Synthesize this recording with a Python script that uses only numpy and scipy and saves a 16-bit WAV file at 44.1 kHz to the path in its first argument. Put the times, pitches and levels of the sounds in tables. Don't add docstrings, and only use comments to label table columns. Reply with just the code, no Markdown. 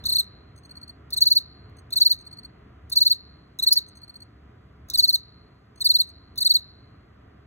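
import sys
import numpy as np
from scipy import signal
from scipy.fft import rfft, irfft, next_fast_len
from scipy.io import wavfile
from scipy.ndimage import uniform_filter1d, map_coordinates

SR = 44100
rng = np.random.default_rng(int(sys.argv[2]) if len(sys.argv) > 2 else 0)


def invert_db(level):
    return 10 ** (np.asarray(level, dtype=float) / 20)


def generate_wav(sig):
    pcm = np.round(np.clip(np.atleast_2d(sig).T, -1, 1) * 32767).astype(np.int16)
    wavfile.write(sys.argv[1], SR, pcm)


N = 328986


def unit(x):
    return x / np.sqrt(np.mean(x ** 2) + 1e-20)


def along(points, hz):
    point_hz, value = np.transpose(points)
    return np.interp(np.log(hz + 1), np.log(point_hz + 1), value)


def filtered(x, response):
    size = next_fast_len(N + 8192)
    spectrum = rfft(x, size) * response(np.fft.rfftfreq(size, 1 / SR))
    return irfft(spectrum, size)[..., :N]


def noise(spectrum):
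    white = rng.standard_normal(N)
    return unit(filtered(white, lambda hz: invert_db(along(spectrum, hz))))


def wobble(rate):
    knots = rng.standard_normal(int(N * rate / SR) + 4)
    return unit(map_coordinates(knots, [np.arange(N) * rate / SR]))


def patchy(x, depth_db):
    z = signal.stft(x, nperseg=128)[2]
    field = uniform_filter1d(rng.standard_normal(z.shape), size=3, axis=0)
    field = uniform_filter1d(field, size=3, axis=1)
    return unit(signal.istft(z * invert_db(depth_db * unit(field)), nperseg=128)[1][:N])


def add(track, s, piece):
    track[round(s * SR):][:len(piece)] += piece


# level in dB, t60 in seconds.
EARLIER_TAIL = (-53.5, .7)


def earlier():
    db, t60 = EARLIER_TAIL
    ring = noise([(3800, -39), (4050, -3), (4300, 0.5), (4450, -4), (4650, -41.5)])
    return invert_db(db - 60 * np.arange(N) / SR / t60) * ring


# frequency in Hz, density in dB per Hz.
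HISS_SPECTRUM = [(2500, -35), (3300, -5), (4600, -2), (5400, -11.5), (7000, -16.5), (9000, -18),
                 (11000, -24), (14000, -15), (15200, -33.5), (15500, -39.5)]


def hiss():
    return invert_db(-78.0) * noise(HISS_SPECTRUM)


# time in seconds, level in dB, relative deep rumble in dB.
VENTILATION = [(0.0, -51.5, 0.5), (0.899, -54.5, -1), (1.7, -53.5, 0), (2.299, -54.5, 0.5),
               (2.9, -54.5, 2.5), (3.4, -54.5, -1.5), (4.3, -56, 0.5), (5.0, -55.5, 4), (5.6, -56.5, -1),
               (6.4, -55.5, 1.5), (7.46, -55.5, -2.5)]
# frequency in Hz, density in dB per Hz.
HUM_COMMON = [(15, -54), (25, -22), (66, 1.5), (119, 0.5), (173, -7), (208, -5.5), (240, -9.5), (271, -8),
              (418, -16.5), (524, -22), (713, -19), (1100, -21), (1240, -18.5), (1590, -23.5),
              (3400, -38.5), (4420, -60), (7480, -120)]
# frequency in Hz, density in dB per Hz.
HUM_DIFFERENCE = [(35, -42.5), (60, -9), (220, -8), (289, -2), (448, -3.5), (731, -1.5), (823, -5.5),
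                  (1260, -7), (1820, -12.5), (3400, -19), (4420, -55), (7480, -120)]
# centre in Hz, width in Hz, gain in dB.
MODES = [(70, 2.9, 7), (424, 23, 6), (866, 68, -10), (1980, 140, 3.5)]
# frequency in Hz, left minus right in dB.
BALANCE = [(60, 0), (110, -0.5), (200, 2), (380, -1.5), (700, -2.0), (1290, -0.5), (2380, -0.5),
           (4400, -1.5), (8120, 1.5), (15000, -5)]


def room(song):
    duck_db, duck_s, loud_db = 6, .12, -18
    s, db, deep_db = np.transpose(VENTILATION)
    now = np.arange(N) / SR
    keep = np.exp(-1 / (duck_s * SR))
    loud = signal.lfilter([1 - keep], [1, -keep], np.abs(song)) / invert_db(loud_db)
    level = invert_db(np.interp(now, s, db) + 3.5 + 0.66 * wobble(8) - duck_db * np.tanh(loud))
    mid, side = noise(HUM_COMMON), invert_db(-12) * noise(HUM_DIFFERENCE)
    mid = filtered(mid, lambda hz: invert_db(sum(gain * np.exp(-((hz - c) / w) ** 2) for c, w, gain in MODES)))
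    deep = filtered(mid, lambda hz: 1 / (1 + (hz / 105) ** 6))
    mid = mid + deep * (invert_db(np.interp(now, s, deep_db - np.mean(deep_db))) - 1)
    left_right = np.array([mid + side, mid - side])
    return level * filtered(left_right, lambda hz: invert_db(np.outer([.5, -.5], along(BALANCE, hz))))


# start in seconds, peak in dB, extra low ring in dB.
SCRAPER_CATCHES = [(0.0392, -39, 14.5), (1.1046, -33.5, -4.5), (1.2052, -32.5, -15.5), (1.2163, -16, -2.5),
                   (1.6944, -61, -8), (1.9051, -33.5, -2), (1.9565, -30, 1), (1.9986, -29.5, -7),
                   (2.0074, -24.5, 1.5), (2.8971, -32, -4), (2.9225, -35, 7.5), (2.9582, -24, -2),
                   (3.588, -25, -9), (4.8845, -43, -3), (4.8991, -20, 0), (4.9357, -23, -2.5),
                   (4.974, -36, -12), (4.9835, -17, -8), (4.9937, -18.5, -8), (5.7986, -44, -8),
                   (5.8054, -44, 3), (5.8456, -45, 16), (6.3574, -40.5, 8), (6.3754, -33, -2)]


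def catches():
    t = np.arange(SR // 10) / SR
    scrape, ring = np.zeros(N), np.zeros(N)
    for s, db, ring_db in SCRAPER_CATCHES:
        add(scrape, s, invert_db(db - 3.0 - 60 * t / .024) * (1 - np.exp(-t / 0.0015)))
        add(ring, s, invert_db(db + ring_db - 15.5 - 60 * t / 0.14) * (1 - np.exp(-t / 0.0007)))
    return scrape, ring


# start in seconds, length in seconds,
# starting tooth rate in Hz, peak in dB, level near the end in dB.
OPENING_STROKES = [(0.0546, 0.021, 4430, -16.5, -21.5), (0.084, 0.0262, 4493, -16, -19.5),
                   (0.115, 0.026, 4497, -15, -17.5), (0.148, 0.028, 4493, -12.5, -16.5),
                   (0.1828, 0.0306, 4330, -10, -19), (1.126, 0.0217, 4440, -19, -24),
                   (1.165, 0.025, 4450, -17.5, -17), (1.9247, 0.017, 4420, -19, -21.5),
                   (1.9592, 0.031, 4446, -12, -17.5), (2.9192, 0.02, 4493, -18.5, -22.5),
                   (2.956, 0.04, 4560, -8.5, -22), (3.594, 0.011, 3980, -14, -21),
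                   (3.625, 0.024, 4250, -10.5, -19.5), (3.6648, 0.03, 4460, -8.5, -15.5),
                   (4.9372, 0.0261, 4527, -17, -15.5), (4.9747, 0.036, 4765, -7, -16.5),
                   (5.8073, 0.021, 4383, -22, -19), (5.8443, 0.033, 4740, -9, -12.5),
                   (6.3775, 0.017, 4585, -19, -23), (6.4052, 0.03, 4633, -15, -15),
                   (6.4475, 0.033, 4590, -9, -13)]
# end in seconds, peak in dB, level near the end in dB.
FULL_STROKES = [(1.2424, -7, -39.5), (1.29, -9, -21), (1.3382, -8.5, -27), (1.3888, -8.5, -20.5),
                (2.0387, -6.5, -21), (2.0838, -7.5, -28.5), (2.1344, -10, -24), (3.0391, -7.5, -23.5),
                (3.0872, -8.5, -21.5), (3.1344, -9, -19), (3.7925, -10.5, -23.5), (5.0606, -8, -19.5),
                (5.1121, -10, -19), (5.163, -11, -17.5), (5.9241, -8, -18.5), (5.9733, -9.5, -17),
                (6.0223, -10.5, -15.5), (6.5285, -8.5, -18.5), (6.5736, -9, -14.5)]
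# start in seconds, length in seconds, starting tooth rate in Hz,
# peak in dB, level near the end in dB, octave in dB.
SLIPPED_STROKE = (3.7088, .041, 4500, -6.5, -15, -29)


def strokes():
    rows = []
    for s, length, start_hz, peak_db, late_db in OPENING_STROKES:
        rows.append((s, length, start_hz, peak_db, late_db, -29.5 + 0.68 * (late_db + 17)))
    full_s, full_hz = .0355, 4587
    for end, peak_db, late_db in FULL_STROKES:
        octave_db = -34.5 + 0.31 * (late_db + 14.5)
        rows.append((end - full_s, full_s, full_hz, peak_db, late_db, octave_db))
    return [*rows, SLIPPED_STROKE]


# centre in Hz, half width in Hz.
MEMBRANE = (4341, 130)
# frequency in Hz, gain in dB.
OCTAVE_FRONT = [(7600, -18.5), (8100, -2), (8400, 1.5), (8700, -6), (9200, 0)]
# frequency in Hz, gain in dB.
TWELFTH_FRONT = [(11700, -24), (12150, -5.5), (12600, 2.5), (13050, -1.5), (13350, -12.5), (13900, -11.5)]
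# frequency in Hz, gain in dB.
OCTAVE_BACK = [(7600, -20.5), (8100, 2), (8350, -2), (8550, -2.5), (8800, -4.5), (9050, 5.5), (9400, -2.5)]
# frequency in Hz, gain in dB.
TWELFTH_BACK = [(11700, -24), (12150, -9), (12600, 3.5), (13050, -5.5), (13350, -10), (13700, -2.5),
                (14200, 3)]


def stroke_tone(t, row, flutter):
    s, length, start_hz, peak_db, late_db, octave_db = row
    u = t / length
    octave, twelfth = (OCTAVE_FRONT, TWELFTH_FRONT) if s < 4.5 else (OCTAVE_BACK, TWELFTH_BACK)
    stall_hz = 3826
    fall = .4 * u + (1 - .4) * u * np.abs(u)
    hz = start_hz - (start_hz - stall_hz) * fall + 12 * flutter[round(s * SR):][:len(t)]
    phase = 2 * np.pi * np.cumsum(hz) / SR
    contact = np.clip(np.arange(len(t)) / SR / (0.52 * length), 0, 1) ** 0.79
    contact = contact * np.clip((length + 0.00076 - t) / 0.0036, 0, 1)
    if s < SLIP_EVENT[0]:
        contact = contact * np.clip((SLIP_EVENT[0] + .001 - s - t) / 0.0013, 0, 1)
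    centre_hz, half_width_hz = MEMBRANE
    resonance = 1 / (1 + ((hz - centre_hz) / half_width_hz) ** 2)
    first = invert_db(late_db - 3.5) + np.maximum(invert_db(peak_db) - invert_db(late_db), 0) * resonance
    twelfth_db = -26.0 + 1.4 * min(peak_db + 14, 0)
    bite = np.clip(u / .15, .4, 1) * np.clip((length - t) / .006, 0, 1)
    wave = first * np.sin(phase)
    wave = wave + bite * invert_db(octave_db + along(octave, 2 * hz)) * np.sin(2 * phase + 1)
    wave = wave + bite * invert_db(twelfth_db + along(twelfth, 3 * hz)) * np.sin(3 * phase + 2)
    return contact * wave


def stroke_grip(t, length, peak_db):
    landing = 2.0 * np.exp(-((t - .0015) / 0.0043) ** 2)
    slowing = 0.68 * np.exp(-((t / length - .75) / 0.31) ** 2)
    onset = np.clip((t + 0.0017) / 0.004, 0, 1)
    return invert_db(-43 + 0.34 * peak_db) * (landing + 0.68 + slowing) * onset


def jar_air(tone):
    hollow = noise([(1500, -43.5), (1800, -1.5), (1900, 4.5), (2000, -8.5), (2400, -41.5)])
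    loudness = uniform_filter1d(np.abs(tone), size=2000)
    return invert_db(-73 + 4 * wobble(30)) * hollow * np.minimum(loudness / .03, 1)


# frequency in Hz, density in dB per Hz.
RASP_SPECTRUM = [(3000, -36), (3450, -15), (3900, -6), (4500, -4), (4850, -2), (5300, -11), (5800, -9),
                 (6350, -1), (7400, -19), (8400, -8), (9650, -20), (10100, -10), (11200, -5.5),
                 (13900, -14.5), (15300, -5.5), (15800, -8.5), (16050, -41)]


def singer():
    tone, flutter = np.zeros(N), wobble(350)
    friction, ring = catches()
    lead = .003
    reopening = np.arange(SR // 30) / SR
    for row in strokes():
        s, length, peak_db = row[0], row[1], row[3]
        t = np.arange(round((length + 0.0033) * SR)) / SR - lead
        add(tone, s - lead, stroke_tone(t, row, flutter))
        add(friction, s - lead, stroke_grip(t, length, peak_db))
        add(friction, s + length, invert_db(-48.5 + 0.61 * peak_db - 60 * reopening / 0.14))
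    scuff = noise([(3200, -41.0), (3500, -9), (3800, 1.5), (4200, -5), (4600, -40.0)])
    grain = invert_db(2.3 * wobble(500))
    rasp = friction * unit(grain * patchy(noise(RASP_SPECTRUM), depth_db=5.0))
    wings = tone + ring * scuff + rasp
    return jar_air(tone) + filtered(wings, lambda hz: 1 / (1 + (3400 / (hz + 1)) ** 18))


# start in seconds, tone in dB.
ANSWER_PULSES = [(0.559, -54), (0.632, -47.5), (0.692, -40), (0.752, -38), (0.812, -37), (0.876, -37.5),
                 (1.767, -53.5), (2.187, -48), (2.25, -39), (2.31, -38.5), (2.368, -38), (2.43, -37),
                 (3.864, -56.5), (3.953, -45.5), (4.015, -39.5), (4.077, -39), (4.139, -39), (4.202, -40.5),
                 (5.758, -53), (6.071, -41.5)]


def answerer():
    out, t, blur = np.zeros(N), np.arange(round(0.063 * SR)) / SR, wobble(390)
    scratch = patchy(noise(RASP_SPECTRUM), depth_db=-0.5)
    half_partials = ((6330, 3.0), (10250, -16), (12450, -17), (14500, -20.0))  # (Hz, dB)
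    half = sum(invert_db(level) * np.sin(2 * np.pi * hz * t) for hz, level in half_partials)
    steady = 2 * np.pi * 4335 * t
    octave_db = -51.5
    even_db, uneven_db = -72.5, -62.5
    for s, tone_db in ANSWER_PULSES:
        weak_db = max(-39.5 - tone_db, 0)
        twelfth_db = -52.5 - 1.3 * weak_db
        half_db = even_db + (uneven_db - even_db) * min(weak_db / 5, 1)
        for start, rise, db in ((s, .004, -6), (s + .014, .0075, 0)):
            here = slice(round(start * SR), round(start * SR) + len(t))
            swell = (t / rise) ** 3 * np.exp(3 * (1 - t / rise))
            smear = np.clip(t / .002, 0, 1) * np.exp(-(t / (2.6 * rise)) ** 3) * invert_db(4.3 * blur[here])
            falling_hz = 4310 - 190 * np.clip(t / (1.8 * rise), 0, 1)
            falling = 2 * np.pi * np.cumsum(falling_hz) / SR
            wave = invert_db(db) * swell * invert_db(tone_db) * np.sin(steady)
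            wave = wave + invert_db(db) * swell ** 2 * invert_db(twelfth_db) * np.sin(3 * steady)
            wave = wave + smear * invert_db(octave_db - 9) * np.sin(2 * falling)
            wave = wave + smear * invert_db(octave_db - 23.5) * scratch[here]
            add(out, start, wave + smear * invert_db(half_db - 4.5) * half)
    return out


# start in seconds, length in seconds, level in dB.
SLIP_EVENT = (3.7283, .009, -17.5)
# frequency in Hz, density in dB per Hz.
RATTLE_SPECTRUM = [(2500, -31.5), (3500, -18), (4300, 14), (6400, -0.5), (8500, -17.5), (10000, 5.5),
                   (15500, 2), (16000, -17), (16300, -43.5)]


def rattle():
    s, length, db = SLIP_EVENT
    t = np.arange(N) / SR - s
    decay = invert_db(-500 * np.maximum(t, 0) - 7330 * np.maximum(t - length, 0))
    shape = np.clip(t / 0.0023 + 1, 0, 1) * decay
    return invert_db(db) * shape * unit(invert_db(1.9 * wobble(1100)) * noise(RATTLE_SPECTRUM))


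# delay in seconds, level in dB.
JAR_WALLS = [(.0012, -21), (.0027, -27), (.0046, -12), (.0075, -19), (0.01, -25)]
# frequency in Hz, t60 in seconds, level in dB.
ROOM_DECAY = [(3000, 0.44, -4), (3840, 0.71, -3.5), (4088, 0.88, -5), (4940, .4, -2.5), (6500, 0.23, -4),
              (8050, 0.22, -7), (12300, 0.15, -22), (16000, .15, -17.5)]


def echoes(x, wet_db):
    centre, t60, db = np.transpose(ROOM_DECAY)

    def walls(hz):
        delayed = sum(invert_db(gain) * np.exp(-2j * np.pi * hz * s) for s, gain in JAR_WALLS)
        return 1 + invert_db(np.interp(hz, centre, db)) * delayed

    hz, t, z = signal.stft(rng.standard_normal(SR), SR, nperseg=256)
    fading = invert_db(-60 * t / np.interp(hz, centre, t60)[:, None]) + 8.9 * invert_db(-60 * t / 0.1)
    colour = invert_db(np.interp(hz, centre, db))[:, None]
    tail = signal.istft(z * fading * colour, SR, nperseg=256)[1]
    wet = signal.fftconvolve(np.pad(x, (300, 0)), tail / np.linalg.norm(tail))[:N]
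    return invert_db(1.43) * filtered(x, walls) + invert_db(wet_db) * wet


# frequency in Hz, phase in radians.
LEFT_LEAD = [(1500, 0), (3750, 1.9), (4050, 2.1), (4400, 2.6), (4700, 3.14), (5400, 3.9), (6100, 5.65),
             (6800, 6.25), (7500, 6.5), (7850, 7.9), (8870, 9.4), (9600, 10), (10250, 11.5), (10950, 12.55),
             (12300, 14.6), (13300, 15.7), (14000, 16.9), (14550, 18.5), (15400, 18.85)]


def widened(x):
    return filtered(x, lambda hz: np.exp(.5j * np.outer([1, -1], along(LEFT_LEAD, hz))))


def scene():
    crickets = echoes(singer() + rattle(), wet_db=-17) + echoes(answerer(), wet_db=-17.5)
    return widened(crickets + hiss() + earlier()) + room(crickets)


def low_pass(x):
    return signal.sosfilt(signal.butter(12, 16820, fs=SR, output="sos"), x)


def record(dry):
    limited = filtered(dry, lambda hz: invert_db(-32 * np.clip((hz - 15880) / 200 + .5, 0, 1)))
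    return low_pass(limited)


dry = scene()
out = record(dry)
generate_wav(out)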